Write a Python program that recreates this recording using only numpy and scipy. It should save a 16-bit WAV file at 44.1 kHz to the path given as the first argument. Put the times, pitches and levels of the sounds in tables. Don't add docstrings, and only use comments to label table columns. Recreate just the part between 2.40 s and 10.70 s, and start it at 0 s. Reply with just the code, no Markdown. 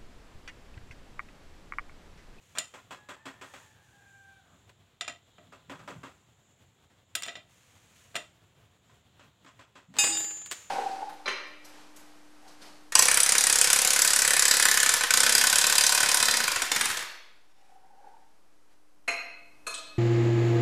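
import sys
import numpy as np
from scipy import signal
from scipy.fft import rfft, irfft
from scipy.io import wavfile

SR = 44100
rng = np.random.default_rng(int(sys.argv[2]) if len(sys.argv) > 2 else 0)


def master(y):
    cut = np.clip(np.atleast_2d(y).T, -1, 1)
    pcm = np.round(cut * 32767)
    wavfile.write(sys.argv[1], SR, pcm.astype(np.int16))


N = 366016

# (time [s], level [dB], tilt [dB per octave], edge [dB])
CLINKS = [(.1735, -32.5, -4, -14), (.1845, -21, 5, -7), (2.6095, -25, 2.3, -19), (2.6785, -27.5, 0, -13),
          (2.982, -49.5, -7, -12), (4.752, -20.5, 1.6, 4.5), (4.8325, -29, 4, -14), (4.876, -38.5, -3.5, 1),
          (4.8825, -32, 0.5, -33), (4.889, -37, 2, -27), (4.954, -36, 1, -53), (5.754, -26, -1, -5),
          (5.7615, -26, 1, -7)]
EVEN_DB, RING_LOSS_DB_PER_DB = -27, 0.3
# (frequency [Hz], level [dB])
CRACK_COLOUR = [(100, -15), (300, -4), (650, -3.5), (1800, 2.5), (3400, 2.5), (4500, -1), (6200, -4),
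                (7300, 3), (8600, 0.5), (9600, -11), (15500, -16)]
# (pitch [Hz], level [dB], fade [s])
STEEL_NOTES = [(622, -2.5, 0.25), (689.4, -2.5, 0.21), (1296, -3.5, 0.18), (1622, -26, 0.075),
               (1970, 4, 0.11), (1970, -14, 0.19), (2430, -7, 0.066), (2740, 2, 0.15), (3135, -6, 0.32),
               (3460, -6.5, 0.24), (3650, -3.5, 0.24), (4090, -10, .08), (5000, -17, 0.046),
               (5670, -15, 0.04), (7030, 5.5, 0.12), (7130, -21, 0.29), (8610, -12, 0.11),
               (10610, -1.5, 0.082), (12200, -34.5, 0.11), (13400, -34, .16)]
# (pitch [Hz], level [dB], fade before fade_scale shortens it [s])
SPANNER_NOTES = [(322, -54, .8), (818, -39, .85), (1713, -42, 1.25), (2519, -26, .42), (2821, -31, .65),
                 (3698, -29, .4), (4814, -28.5, .62), (5097, -30, .42), (6421, -20, .27), (6522, -38, 2.2),
                 (7073, -24, 1.5), (7278, -29, .7), (7979, -29, .62), (8532, -33, .45), (10782, -33, .42),
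                 (11330, -52, .65), (12098, -46, .6), (13320, -48, .45), (13440, -46, .65),
                 (14840, -52, .6)]
# (time [s], level [dB], favoured pitch [Hz], spread [Hz])
LANDINGS = [(7.586, 2, 6000, 30000), (7.642, 9, 8460, 260), (7.69, 13.5, 353, 230), (7.722, -1, 4110, 696),
            (7.767, 2.5, 7221, 95), (7.772, -2.5, 14300, 1950)]
BOUNCE_TIMES = [7.669, 7.701, 7.751, 7.771, 7.803, 7.843, 7.907, 7.971, 8.016]
DROP_S, SETTLE_DB_PER_S = 7.586, 54
REST_S, REST_FADE_S = 8.0, 3.7
# (time [s], level [dB], tilt [dB per octave], fade [s])
SCUFFS = [(2.294, -53.5, -4.5, 0.072), (4.5, -66, -5, 0.45), (4.8222, -33, 0, 0.028),
          (4.862, -37.5, -3, 0.032), (4.963, -45, -5, 0.048), (5.744, -46, -6.5, 0.23),
          (5.762, -31.5, -2.5, 0.036), (7.047, -50.5, -6.5, .057), (7.5399, -49.5, -5.5, 0.85),
          (7.566, -39.5, -4.5, 0.25), (7.586, -18, 0.7, 0.013), (7.639, -23, -2, 0.063),
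          (8.060, -40.5, -0.5, .055), (8.1124, -28, 0.4, 0.026), (8.1188, -30.5, -1, 0.079)]
# (start [s], length [s], level [dB])
RUB_STROKES = [(0, 0.39, -67.5), (1.037, 0.19, -62), (1.41, 0.56, -72), (3.3, 0.43, -71),
               (5.079, 0.55, -66), (5.547, 0.15, -70), (8.095, 0.09, -55)]
# (frequency [Hz], level [dB])
RUB_COLOUR = [(180, -10.5), (300, -32), (492, 3), (808, -11), (985, 1), (2740, 4.5), (5210, -4),
              (6680, 4.5), (9500, -5.5), (15500, -13.5)]
# (time [s], level [dB], pitch [Hz])
THUDS = [(2.11, -63.5, 205.5), (3.059, -65.5, 220), (3.282, -51, 164), (3.392, -52, 180), (3.481, -52, 220),
         (3.544, -49, 119), (7.48, -55, 179)]
# (tilt [dB per octave], edge [dB], blows as (time [s], level [dB]))
HAMMER_RUNS = [(0.91, 3, [(.151, -45.5), (.338, -46.5), (.507, -43), (.687, -42.5), (.855, -41.5),
               (1.012, -44), (1.137, -47)]), (-0.77, 4.5, [(3.122, -50), (3.296, -40.5), (3.391, -51.5),
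               (3.476, -40), (3.632, -43.5)]), (1.2, -4, [(6.494, -64), (6.794, -55), (7.062, -52.5),
               (7.191, -52.5), (7.354, -50.5)])]
# (frequency [Hz], level [dB])
HAMMER_COLOUR = [(60, -27), (120, -1), (280, -4.5), (480, -2.5), (1100, 0.5), (1500, -1), (2100, -5),
                 (3400, -9), (4500, -16), (5900, -18.5), (7700, -14.5), (9200, -29.5), (15500, -38.5)]
# (pitch [Hz], width [Hz], level [dB])
WOOD_NOTES = [(272, 8, 8.5), (379, 14.5, -0.5), (576, 50, -6.5), (720, 26, -28), (1024, 26, 0),
              (1250, 85, -10), (1417, 16, -4), (1590, 37, -9.5), (1895, 15, -3), (2615, 100, -7),
              (3326, 49, -2)]
# (time [s], pitch [Hz], level [dB], wobble [share of the pitch])
CROW = [(.57, 837, -61, .003), (.7, 841, -71, .006), (.85, 897, -64, 0.039), (1.2, 909, -66.5, 0.024),
        (1.429, 812.5, -70.5, 0.058), (1.72, 793, -60, 0.014), (1.971, 780.6, -56, 0.0049),
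        (2.02, 743, -70, 0.062), (2.161, 597, -66.5, 0.24)]
CROW_HARMONICS = [-3, 3.5, -15.5, -19]
# (pitch [Hz], spread [Hz], level [dB])
INSECTS = [(3540, 490, -80), (7150, 530, -77.5)]
# (frequency [Hz], level [dB])
AIR_COLOUR = [(15, -59), (25, -11), (48, -6), (104, 3.5), (255, -10.5), (637, -14), (710, -11.5),
              (769, -15), (1430, -17.5), (2390, -19.5), (3300, -18), (4950, -29), (7030, -28),
              (9460, -33.5), (15800, -36.5)]


def steel_clinks(crack_fade_s=0.037, rattle_fade_s=0.22, rattle_db=-11, notes_db=-10):
    out, t = np.zeros(N), np.arange(SR // 2) / SR
    usual_hz, db, fade_s = np.transpose(STEEL_NOTES)[:, :, None]
    for start, level_db, tilt_db, edge_db in CLINKS:
        strength, detune, phase = rng.standard_normal((3, len(STEEL_NOTES), 1))
        hz = usual_hz * (1 + 0.0045 * detune)
        touching = ringing_noise(len(t), hz, 55 + .02 * hz, 2 * strength, floor_db=-10)
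        parted = ringing_noise(len(t), hz, 30 + .015 * hz, db / 2 + 2 * strength, floor_db=-10)
        crack = colour(touching, CRACK_COLOUR, tilt_db, edge_db) * fade(t, crack_fade_s)
        rattle = colour(parted, CRACK_COLOUR, tilt_db - 3, edge_db) * fade(t, rattle_fade_s)
        rattle *= gain(1.5 * wander(len(t), per_s=300))
        weights = gain(db + 3 * strength + brightness(hz, tilt_db, edge_db))
        weights /= np.linalg.norm(weights)
        notes = weights * fade(t, fade_s) * np.sin(2 * np.pi * (hz * t + phase))
        ring = gain(rattle_db) * rattle + gain(notes_db) * notes.sum(0)
        ring_db = RING_LOSS_DB_PER_DB * (EVEN_DB - level_db)
        add(out, start, gain(level_db) * (crack + gain(ring_db) * ring) * rise(t, 0.0006))
    return out


def dropped_spanner(chatter_fade_s=2.0, fade_scale=0.86):
    out, t = np.zeros(N), np.arange(SR) / SR
    for start, level_db, favoured_hz, spread_hz in LANDINGS:
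        for hz, db, fade_s in SPANNER_NOTES:
            share = bell_curve(hz, favoured_hz, spread_hz)
            contact = fade(t, chatter_fade_s) * min(1, .5 / fade_s)
            flutter_db = np.minimum(3 * contact * wander(len(t), per_s=46.7), 2)
            cycles = hz * t + rng.random() + 0.09 * contact * wander(len(t), per_s=56.5)
            note = np.sin(2 * np.pi * cycles) * fade(t, fade_scale * fade_s) * rise(t, 0.001)
            add(out, start, gain(level_db + db + flutter_db) * share * note)
    return out * fade(np.arange(N) / SR - REST_S, REST_FADE_S)


def scuffs_and_bounces(echo_db=-18, echo_fade_s=0.41, grain_db=2.6):
    out, t = np.zeros(N), np.arange(SR // 2) / SR
    bounces = [(s, -26 + 20 * np.log10(motion_left(s)), -1.8, 0.067) for s in BOUNCE_TIMES]
    for start, level_db, tilt_db, fade_s in SCUFFS + bounces:
        grit = rng.standard_normal(len(t)) * gain(grain_db * wander(len(t), per_s=860))
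        crunch = colour(grit, CRACK_COLOUR, tilt_db, edge_db=2) * fade(t, fade_s)
        echo = colour(rng.standard_normal(len(t)), CRACK_COLOUR, tilt_db - 0.5) * fade(t, echo_fade_s)
        add(out, start, gain(level_db) * (crunch + gain(echo_db) * echo) * rise(t, 0.0001))
    return out


def motion_left(time_s):
    return gain(-SETTLE_DB_PER_S * np.maximum(time_s - DROP_S, 0)) * (time_s >= DROP_S)


def rubbing(rise_s=0.019, fade_s=0.76, slide_db=-37.5):
    t = np.arange(N) / SR
    strokes = sum(gain(db) * np.clip((t - start) / rise_s, 0, 1) * fade(t - start - length, fade_s)
                  for start, length, db in RUB_STROKES)
    grit = rng.standard_normal(N) * gain(wander(N, per_s=360))
    slide = colour(grit, RUB_COLOUR, edge_db=-11) * gain(slide_db) * motion_left(t)
    return colour(grit, RUB_COLOUR) * strokes + slide


def thuds(swell_s=0.025):
    out, t = np.zeros(N), np.arange(SR // 3) / SR
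    push = t / swell_s * np.exp(1 - t / swell_s)
    for start, level_db, hz in THUDS:
        add(out, start, gain(level_db) * noise_band(len(t), hz, 0.32 * hz) * push)
    return out


def far_hammering(hold_s=0.026, tail_db=-21):
    out, t = np.zeros(N), np.arange(SR // 2) / SR
    hz, width_hz, db = np.transpose(WOOD_NOTES)[:, :, None]
    bunch = fade(t - hold_s, 0.39) * fade(t, 0.5)
    loudness = (bunch + gain(tail_db) * fade(t, 1.0)) * rise(t, 0.00068)
    for tilt_db, edge_db, blows in HAMMER_RUNS:
        for start, level_db in blows:
            echoes = ringing_noise(len(t), hz, width_hz, db, floor_db=-3)
            echoes *= gain(1.2 * wander(len(t), per_s=400))
            add(out, start, gain(level_db) * loudness * colour(echoes, HAMMER_COLOUR, tilt_db, edge_db))
    return out


def rooster(echo_fade_s=0.37, echo_db=-4):
    times, *columns = np.transpose(CROW)
    crow, t = np.zeros(N), np.arange(times[0], times[-1], 1 / SR)
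    hz, db, wobble = (np.interp(t, times, column) for column in columns)
    cycles = np.cumsum(hz * (1 + wobble * wander(len(t), per_s=350))) / SR
    voice = sum(gain(level) * np.sin(2 * np.pi * k * cycles) for k, level in enumerate(CROW_HARMONICS, 1))
    add(crow, times[0], unit_level(voice) * gain(db))
    trees = rng.standard_normal(SR // 2) * fade(np.arange(SR // 2) / SR, echo_fade_s)
    echo = signal.fftconvolve(crow, trees / np.linalg.norm(trees))[:N]
    return 0.81 * crow + gain(echo_db) * echo


def air_and_insects(air_db=-65, drift_db=2.0, swell_db=3.0, chirr_db=1.2):
    out = colour(rng.standard_normal(N), AIR_COLOUR) * gain(air_db + drift_db * wander(N, per_s=27))
    for hz, spread_hz, db in INSECTS:
        hiss = noise_band(N, hz, spread_hz)
        out += hiss * gain(db + swell_db * wander(N, per_s=4.1) + chirr_db * wander(N, per_s=41))
    return out


def gain(db):
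    return 10 ** (np.asarray(db) / 20)


def unit_level(sound):
    return sound / np.sqrt(np.mean(sound ** 2) + 1e-20)


def add(mix, start_s, sound):
    part = mix[round(start_s * SR):][:len(sound)]
    part += sound[:len(part)]


def rise(t, rise_s):
    return 1 - np.exp(-t / rise_s)


def fade(t, fade_s):
    return np.exp(-np.log(1000) * np.maximum(t, 0) / fade_s)


def wander(size, per_s):
    return unit_level(np.interp(np.arange(size) * per_s / SR, np.arange(4096), rng.standard_normal(4096)))


def bell_curve(hz, centre_hz, spread_hz):
    return np.exp(-.5 * ((hz - centre_hz) / spread_hz) ** 2)


def brightness(hz, tilt_db, edge_db):
    return tilt_db * np.log2(np.clip(hz, 300, 9000)) + edge_db / (1 + (8500 / hz) ** 6)


def colour(sound, table, tilt_db=0, edge_db=0):
    hz = np.fft.rfftfreq(len(sound), 1 / SR) + 1
    table_hz, table_db = np.transpose(table)
    db = np.interp(np.log(hz), np.log(table_hz), table_db) + brightness(hz, tilt_db, edge_db)
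    return unit_level(irfft(rfft(sound) * gain(db), len(sound)))


def noise_band(size, hz, spread_hz):
    band = bell_curve(np.fft.rfftfreq(size, 1 / SR), hz, spread_hz)
    return unit_level(irfft(rfft(rng.standard_normal(size)) * band, size))


def ringing_noise(size, hz, width_hz, db, floor_db):
    peaks = (gain(db) * bell_curve(np.fft.rfftfreq(size, 1 / SR), hz, width_hz)).max(0)
    return irfft(rfft(rng.standard_normal(size)) * (gain(floor_db) + peaks), size)


def scene():
    tool = steel_clinks() + scuffs_and_bounces() + dropped_spanner()
    return (tool + far_hammering() + thuds() + rooster() + rubbing() + air_and_insects())[None]


def record(dry, low_cut_hz=55, high_cut_hz=15900):
    bass_cut = signal.butter(2, low_cut_hz, "highpass", fs=SR, output="sos")
    treble_cut = signal.firwin(511, high_cut_hz, window=("kaiser", 9), fs=SR)
    return signal.oaconvolve(signal.sosfilt(bass_cut, dry), treble_cut[None], "same")


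dry = scene()
out = record(dry)
master(out)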